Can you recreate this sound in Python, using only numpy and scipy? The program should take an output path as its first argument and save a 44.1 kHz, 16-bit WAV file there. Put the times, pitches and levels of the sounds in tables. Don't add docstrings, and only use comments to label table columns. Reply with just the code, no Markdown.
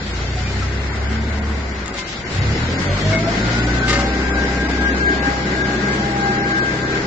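import sys
import numpy as np
from scipy import signal
from scipy.fft import rfft, irfft, next_fast_len
from scipy.io import wavfile
from scipy.ndimage import uniform_filter1d, map_coordinates

SR = 44100
rng = np.random.default_rng(int(sys.argv[2]) if len(sys.argv) > 2 else 0)


def unload_audio(sound):
    columns = np.transpose(np.atleast_2d(sound))
    steps = np.round(np.clip(columns, -1, 1) * 32767)
    wavfile.write(sys.argv[1], SR, steps.astype(np.int16))


def boost_factor(decibels):
    exponent = np.asarray(decibels, float) / 20
    return 10 ** exponent


N = 311346

# (time [s], peak level [dB], ring level [dB], burst t60 [s])
CLANKS = [(1.8597, -3, -30, .008), (1.8797, -1, -30, .008), (1.94, -11, -16, .03), (1.9794, -22, -11, .09),
          (2.0807, -24, -9, .06), (2.3444, -24, -9, .05), (3.8796, -14, -5, .07), (3.8931, -13, -4, .08),
          (3.9044, -13, -5, .09), (3.9274, -10, -5, .1), (3.9544, -11, -7, .16), (3.99, -15, -8, .12)]


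def unit(x):
    return x / np.sqrt(np.mean(x ** 2) + 1e-20)


def along(points, hz):
    f, v = np.transpose(points)
    return np.interp(np.log(hz + 1), np.log(f + 1), v)


def curves(rows):
    s, *cols = np.transpose(rows)
    return [np.interp(np.arange(N) / SR, s, c) for c in cols]


def swelling(steady_db, rows):
    t = np.arange(N) / SR
    swells = sum(boost_factor(db) * np.exp(-((t - s) / length) ** 2) for s, db, length in rows)
    return 20 * np.log10(boost_factor(steady_db) + swells)


def wobble(rate):
    s = np.arange(0, N / SR + .01, .002)
    knots = rng.standard_normal(int(N * rate / SR) + 4)
    return np.interp(np.arange(N) / SR, s, map_coordinates(knots, [s * rate]))


def filtered(x, response):
    m = next_fast_len(N + SR // 2)
    return irfft(rfft(x, m) * response(np.fft.rfftfreq(m, 1 / SR)), m)[..., :N]


def drive():
    # (time [s], firing rate [firings/s])
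    speed = [(0, 28.1), (.45, 31.2), (1.05, 34.8), (1.35, 36.2), (1.55, 35.6), (1.8, 31.7), (2.1, 26),
             (2.25, 27.6), (2.55, 37.1), (2.85, 45.4), (3.15, 52.4), (3.6, 59), (3.9, 62.1), (4.2, 63.45),
             (4.85, 64.75), (5.6, 65.15), (6.7, 64.13), (7.06, 64.2)]
    # (time [s], level [dB])
    effort = [(0.0, -10), (0.3, 0.7), (0.7, 2), (0.95, -0.2), (1.55, 2), (1.8, -9), (2.05, -23.5),
              (2.25, -21), (2.4, 4.5), (2.7, 2.24), (3.25, 0.72), (3.5, -4.5), (4.3, 2), (5.2, -1.5),
              (6.0, -3), (6.6, -7.5), (7.06, -6.5)]
    full_speed, flywheel_s = 64, .1
    rate = uniform_filter1d(curves(speed)[0], size=round(flywheel_s * SR), mode="nearest")
    gaining = uniform_filter1d(np.gradient(rate) * SR, size=4000)
    return rate, np.log10(rate / full_speed), gaining, curves(effort)[0]


def roar_levels():
    # (level at full speed [dB], speed slope [dB/decade], effort share, push [dB per firing/s2])
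    layers = [
        (-23.5, 22, 0.082, 0.0829),
        (-34.5, 16.5, 0.054, 0.1071),
        (-36, 22, 0.0067, 0.236),
    ]
    _, decades, gaining, effort_db = drive()
    push = np.maximum(gaining, 0)
    return [db + slope_db * decades + share * effort_db + push_db * push
            for db, slope_db, share, push_db in layers]


def tone(firings, order, db, blur):
    # (time [s], delay [ms])
    lag = [(0, .06), (2.3, .1), (2.7, .27), (3.7, .23), (4.2, .11), (4.8, .11), (5.2, .42), (7.06, .4)]
    cycles = order * firings
    hz = np.gradient(cycles) * SR
    late = hz * (.3 + hz / 2300) * curves(lag)[0] / 1000
    own = blur * np.array([wobble(5), wobble(5)])
    shaft = 1.4 * blur * wobble(35)
    phase = 2 * np.pi * (cycles + rng.random() + late * np.array([[-.5], [.5]])) + own + shaft
    return np.sqrt(2) * boost_factor(db + 3 * own[::-1]) * np.sin(phase)


def exhaust(firings):
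    # (frequency [Hz], order level [dB rms])
    pipe = [(28, -52.5), (36, -50.5), (46, -35), (62, -26), (75, -23), (115, -25), (160, -28.5), (330, -31)]
    # (order, level [dB], effort share, push [dB per firing/s2], far-wall null [Hz])
    firing_orders = [(1, -.9, 1.04, -.05, 53.8), (2, -2.5, .5, -.07, 75.9), (3, -8.5, .95, .38, 123.2),
                     (4, -10, 1.4, .7, 184), (5, -5, -.1, .1, 212.4)]
    # (time [s], path [m])
    wall_path = [(0.0, 0.96), (1.5, 1.11), (2.4, 1.32), (3.0, 0.82), (3.75, 0.22), (4.15, 1.43),
                 (4.5, 1.62), (4.8, 1.29), (5.5, 1.7), (6.2, 1.92), (7.06, 1.99)]
    upper = [(6.6, -16.5), (5.7, -16.5), (1.5, -22), (2.5, -16),  # (order, dB under the boom)
             (3.5, -17), (4.5, -16), (5.75, -22), (8, -21.5)]
    wall_echo = .88
    null_spacing_hz = 11.3
    rate, _, gaining, effort_db = drive()
    push = np.maximum(gaining, 0)
    lumpy_db = .5 + .1 * np.abs(gaining)
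    load_db = roar_levels()[0]
    far = np.clip(.021 * gaining, 0, .8)
    path_s = curves(wall_path)[0] / 343
    hum = 0
    for k, db, share, push_db, null_hz in firing_orders:
        hz = k * rate
        near_wall = 1 + wall_echo * np.exp(2j * np.pi * hz * path_s)
        far_wall = 1 - far * np.exp(2j * np.pi * (hz - null_hz) / null_spacing_hz)
        far_wall = far_wall / np.sqrt(1 + far ** 2)
        walls_db = 20 * np.log10(np.abs(near_wall * far_wall))
        level_db = along(pipe, hz) + db + share * effort_db + push_db * push + walls_db
        hum = hum + tone(firings, k, level_db + lumpy_db * wobble(18), blur=.07)
    for k, db in upper:
        hum = hum + tone(firings, k, load_db + db + 3 * wobble(5), blur=.12)
    return hum


def pump(firings):
    # (tooth rate multiple, level at full speed [dB], speed slope [dB/decade])
    mesh = [
        (.5, -44.5, 16),
        (1, -38.5, 12),
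        (2, -32.5, 80.5),
    ]
    # (time [s], tooth rate multiple, peak level [dB], length [s])
    focus = [(0.538, .5, -36, 0.09), (1.188, .5, -27.5, 0.1), (1.49, .5, -33, .15), (2.785, .5, -28, 0.043),
             (4.27, .5, -33.5, 0.21), (5.108, .5, -31, 0.11), (5.852, .5, -33.5, 0.08),
             (6.4, .5, -32, 0.036), (6.995, .5, -31.5, 0.24), (2.95, 1, -38.5, 0.1), (3.143, 1, -25.5, .07),
             (3.289, 1, -27.5, 0.019), (4.06, 1, -34.5, 0.093), (4.5, 1, -38.5, 0.04),
             (4.837, 1, -38, 0.032), (5.302, 1, -31, 0.092), (5.692, 1, -38, .06), (6.258, 1, -26.5, 0.2),
             (3.607, 2, -31.5, 0.15), (3.86, 2, -32, 0.14), (4.324, 2, -32, 0.23), (4.626, 2, -34, 0.043),
             (4.865, 2, -22.5, 0.046), (5.076, 2, -19.5, .06), (5.254, 2, -26, 0.055), (5.638, 2, -27, 0.1),
             (5.893, 2, -28, .08), (6.29, 2, -29.5, 0.093), (6.596, 2, -23.5, .13), (6.914, 2, -31, 0.083)]
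    # (time [s], frequency [Hz], level [dB rms])
    axle = [
        (1.05, 850, -60),
        (1.2, 905, -47),
        (1.35, 990, -47),
        (1.5, 1095, -43),
        (1.65, 1150, -47),
        (1.8, 1160, -60),
    ]
    teeth = 12.46
    _, decades, gaining, _ = drive()
    levels = []
    for k, db, slope_db in mesh:
        swells = [(s, peak_db, length) for s, times, peak_db, length in focus if times == k]
        levels.append(swelling(db + slope_db * decades, swells))
    half_db, once_db, twice_db = levels
    revving = np.clip(.1 * np.abs(gaining), 0, 2)
    once_db = once_db + (1.5 + .9 * revving) * wobble(40)
    twice_db = twice_db + (1.5 + .8 * revving) * wobble(45)
    whine = tone(firings, teeth / 2, half_db + .53 * wobble(3.5), blur=.19)
    whine = whine + tone(firings, teeth, once_db, blur=.2 + .3 * revving)
    whine = whine + tone(firings, teeth * 2, twice_db, blur=.2 + .25 * revving)
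    gear_hz, gear_db = curves([(0, 850, -99), *axle, (2, 1160, -99)])
    return whine + tone(np.cumsum(gear_hz) / SR, order=1, db=gear_db + .67 * wobble(29), blur=.2)


def rush(gain, patchy_db):
    # (frequency [Hz], left-right likeness)
    alike = [(60, .996), (140, .988), (320, .94), (600, .75), (1000, .35), (1750, -.05), (4000, 0)]
    z = signal.stft(rng.standard_normal((2, N)), nperseg=512)[2]
    field = uniform_filter1d(rng.standard_normal(z.shape[1:]), size=5, axis=0)
    field = uniform_filter1d(field, size=10, axis=1)
    pair = signal.istft(z * boost_factor(patchy_db * unit(field)), nperseg=512)[1][:, :N]

    def mid_side(hz):
        turn = np.arccos(np.clip(along(alike, hz), -1, 1)) / 2
        return gain(hz) * np.array([np.cos(turn), np.sin(turn)])

    mid, side = filtered(pair, mid_side)
    return unit(np.array([mid + side, mid - side]))


def roar(firings):
    # (frequency [Hz], density [dB per Hz])
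    boom_shape = [(15, -38.5), (25, -32), (54, -8.5), (130, -10), (162, -1), (211, -2.5), (253, 0),
                  (312, 0.5), (515, -6), (700, -12.5), (910, -35.5), (1540, -120)]
    block_shape = [(260, -7), (450, -9.5), (696, -4), (803, -4), (877, -6), (1260, -7), (1520, -2.5),
                   (1600, -1), (1650, -7), (1720, -6), (2080, -2), (2380, -12), (3000, -16), (3900, -49),
                   (6600, -120)]
    clatter_shape = [(1400, -25), (2300, -2.5), (2700, -3), (3400, -2), (4900, -2.5), (5900, -7),
                     (6600, -10.5), (7500, -16), (7900, -20.5), (8500, -25.5), (9300, -28.5), (9900, -30),
                     (12000, -74.5)]
    # (frequency [Hz], width [Hz], level [dB])
    panels = [
        (206, 20, 0),
        (372, 24, -9),
    ]
    # (time [s], peak level [dB], length [s])
    shudders = [
        (3.401, -27.5, 0.11),
        (5.13, -27.5, .07),
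        (5.5, -28, 0.053),
        (5.8, -27.5, 0.18),
        (6.299, -29, 0.23),
    ]
    # (time [s], peak level [dB], length [s])
    rattles = [
        (0.309, -43, .4),
        (1.991, -35, .025),
        (2.111, -40, 0.076),
        (3.902, -26, .018),
        (3.942, -32, 0.01),
        (4.011, -39, 0.028),
    ]
    boom_db, block_db, clatter_db = roar_levels()
    clatter_db = swelling(clatter_db, rattles)
    beat = .6 * np.cos(2 * np.pi * firings)
    uneven = wobble(14)
    surge = .05 * np.abs(drive()[2]) * wobble(25)

    def shape(points):
        return lambda hz: boost_factor(along(points, hz))

    def drum(f):
        return sum(boost_factor(db) * (f * w) ** 2 / ((c * c - f * f) ** 2 + (f * w) ** 2) for c, w, db in panels)

    boom = boost_factor(boom_db - 3 + beat + surge) * rush(shape(boom_shape), patchy_db=.5)
    block = boost_factor(block_db + 8.5 + beat + .81 * uneven) * rush(shape(block_shape), patchy_db=1.08)
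    clatter = boost_factor(clatter_db + 4 + beat + .7 * uneven) * rush(shape(clatter_shape), patchy_db=.8)
    shaking = boost_factor(swelling(-38.5, shudders)) * rush(drum, patchy_db=-2.0)
    return boom + block + clatter + shaking


def knocks():
    # (frequency [Hz], level [dB], t60 [s])
    steel_modes = [(563, -3.5, 0.59), (1236, 7.5, 0.094), (1843, 7.5, 0.082), (2103, -1.5, 0.29),
                   (2110, 5, 0.079), (2725, 0, 0.12), (2720, -6.5, 0.08), (3276, -1.5, 0.087),
                   (3660, -14, 0.17), (3820, -2, 0.11), (4320, -11, 0.12), (4800, 3, 0.049),
                   (5270, -9, 0.095), (6050, -18, 0.031), (7700, -16, 0.026), (8020, -7, 0.12)]
    # (time [s], frequency [Hz], level [dB], t60 [s])
    pings = [
        (.36, 735, -38, .4),
        (.62, 1320, -34, .15),
        (.45, 2400, -38, .3),
        (1.98, 2100, -35, .25),
        (1.98, 1020, -36, .15),
        (3.128, 2185, -21, .08),
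        (3.155, 2165, -23, .12),
    ]
    # (time [s], peak level [dB], frequency [Hz])
    bumps = [
        (2.188, -24, 69.7),
        (4.778, -21, 268),
        (4.926, -13, 308),
        (5.103, -15, 293),
        (5.273, -15.5, 269),
        (5.512, -18, 258),
    ]
    out = np.zeros(N + SR)
    t = np.arange(SR // 2) / SR

    def ring(hz, db, t60, rise):
        return boost_factor(db - 60 * t / t60) * np.sin(2 * np.pi * hz * t) * (1 - np.exp(-t / rise))

    def strike(s, sound):
        out[round(s * SR):][:len(t)] += sound

    for s, db, ring_db, burst_t60 in CLANKS:
        steel = 0
        for hz, level, t60 in steel_modes:
            struck_hz = hz * rng.normal(1, .0099)
            steel = steel + ring(struck_hz, level + ring_db + rng.normal(0, 1.5), t60, .00099)
        burst = np.convolve(rng.standard_normal(len(t)), [1, 0, 0, 0, -1], "same")
        burst = burst * boost_factor(-5.0 - 60 * t / burst_t60) * (1 - np.exp(-t / .00092))
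        strike(s, boost_factor(db - 11) * (steel + burst))
    for s, hz, db, t60 in pings:
        strike(s, ring(hz, db + 8.5, t60, .0035))
    for s, db, hz in bumps:
        strike(s, ring(hz, db + 3.0, .078, .0023))
    return filtered(out[:N], lambda hz: boost_factor(-17.5) + 1 / (1 + (hz / 7700) ** 24))


def hall(x):
    # (frequency [Hz], t60 [s])
    decay_times = [(200, 0.98), (2000, 0.33), (8000, 0.32)]
    hz, t, z = signal.stft(rng.standard_normal((2, SR)), SR, nperseg=256)
    tail = signal.istft(z * boost_factor(-60 * t / along(decay_times, hz)[:, None]), SR, nperseg=256)[1]
    tail = tail / np.linalg.norm(tail[0])
    return signal.fftconvolve(np.pad(x, (500, 0))[None], tail, axes=1)[:, :N]


def scene():
    firings = np.cumsum(drive()[0]) / SR
    engine = exhaust(firings) + pump(firings) + roar(firings)
    hits = knocks()
    apart = round(.00007 * SR)
    direct = np.array([np.roll(hits, apart), hits])
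    return engine + direct + boost_factor(-11.0) * hall(hits)


def phone_thinning(x):
    # (frequency [Hz], step over the usual level [dB])
    coarse = [(300, -16), (1000, -6), (1600, -2), (2300, -8), (2700, 6), (5000, 6.5), (6100, 9.5),
              (6800, 5), (7500, 5), (8000, 20), (9300, 18.5), (10000, 22)]
    hop, first = 1024, 636
    scatter_db = 7
    pair = np.array([x[0] + x[1], x[0] - x[1]]) / 2
    pair = np.pad(pair, ((0, 0), (2 * hop - first, 3 * hop)))
    n, k = np.arange(2 * hop), np.arange(hop // 2)
    basis = np.cos(np.pi / hop * np.outer(n + .5 + hop / 2, k + .5)) * np.sqrt(2 / hop)
    basis = basis * np.sin(np.pi * (n + .5) / 2 / hop)[:, None]
    count = pair.shape[1] // hop - 1
    z = np.array([ch[n + hop * np.arange(count)[:, None]] @ basis for ch in pair])
    usual = uniform_filter1d(uniform_filter1d(z ** 2, size=9, axis=1), size=33, axis=2)
    luck = rng.standard_normal((2, count, hop // 16))
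    luck = uniform_filter1d(luck, size=2, axis=1)[..., k // 16]
    luck = .8 * luck + .42 * rng.standard_normal((count, 1))
    attacks = [round((row[0] * SR - first) / hop) + j for row in CLANKS for j in (1, 2)]
    luck[:, attacks] -= .8
    step_db = along(coarse, k * SR / 2 / hop) + scatter_db * luck
    step = np.sqrt(np.abs(usual) + 1e-20) * boost_factor(step_db)
    kept = np.sign(z) * np.floor(np.abs(z) / step + .4) * step
    frames = np.array([ch @ basis.T for ch in kept])
    joined = (frames[:, 1:, :hop] + frames[:, :-1, hop:]).reshape(2, -1)
    mid, side = joined[:, hop - first:][:, :N]
    return np.array([mid + side, mid - side])


def top_cut(x):
    return signal.sosfilt(signal.butter(12, 10050, fs=SR, output="sos"), x)


def record(dry):
    # (frequency [Hz], left minus right [dB])
    lean = [(60, -.3), (250, 0), (570, 2), (1000, 4.5), (1750, 6.5), (3070, 2), (5400, 2), (6200, 3),
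            (7000, 15), (10000, 14)]
    tilted = filtered(dry, lambda hz: boost_factor(along(lean, hz) * np.array([[.5], [-.5]])))
    phone = phone_thinning(tilted)
    return top_cut(phone)


dry = scene()
out = record(dry)
unload_audio(out)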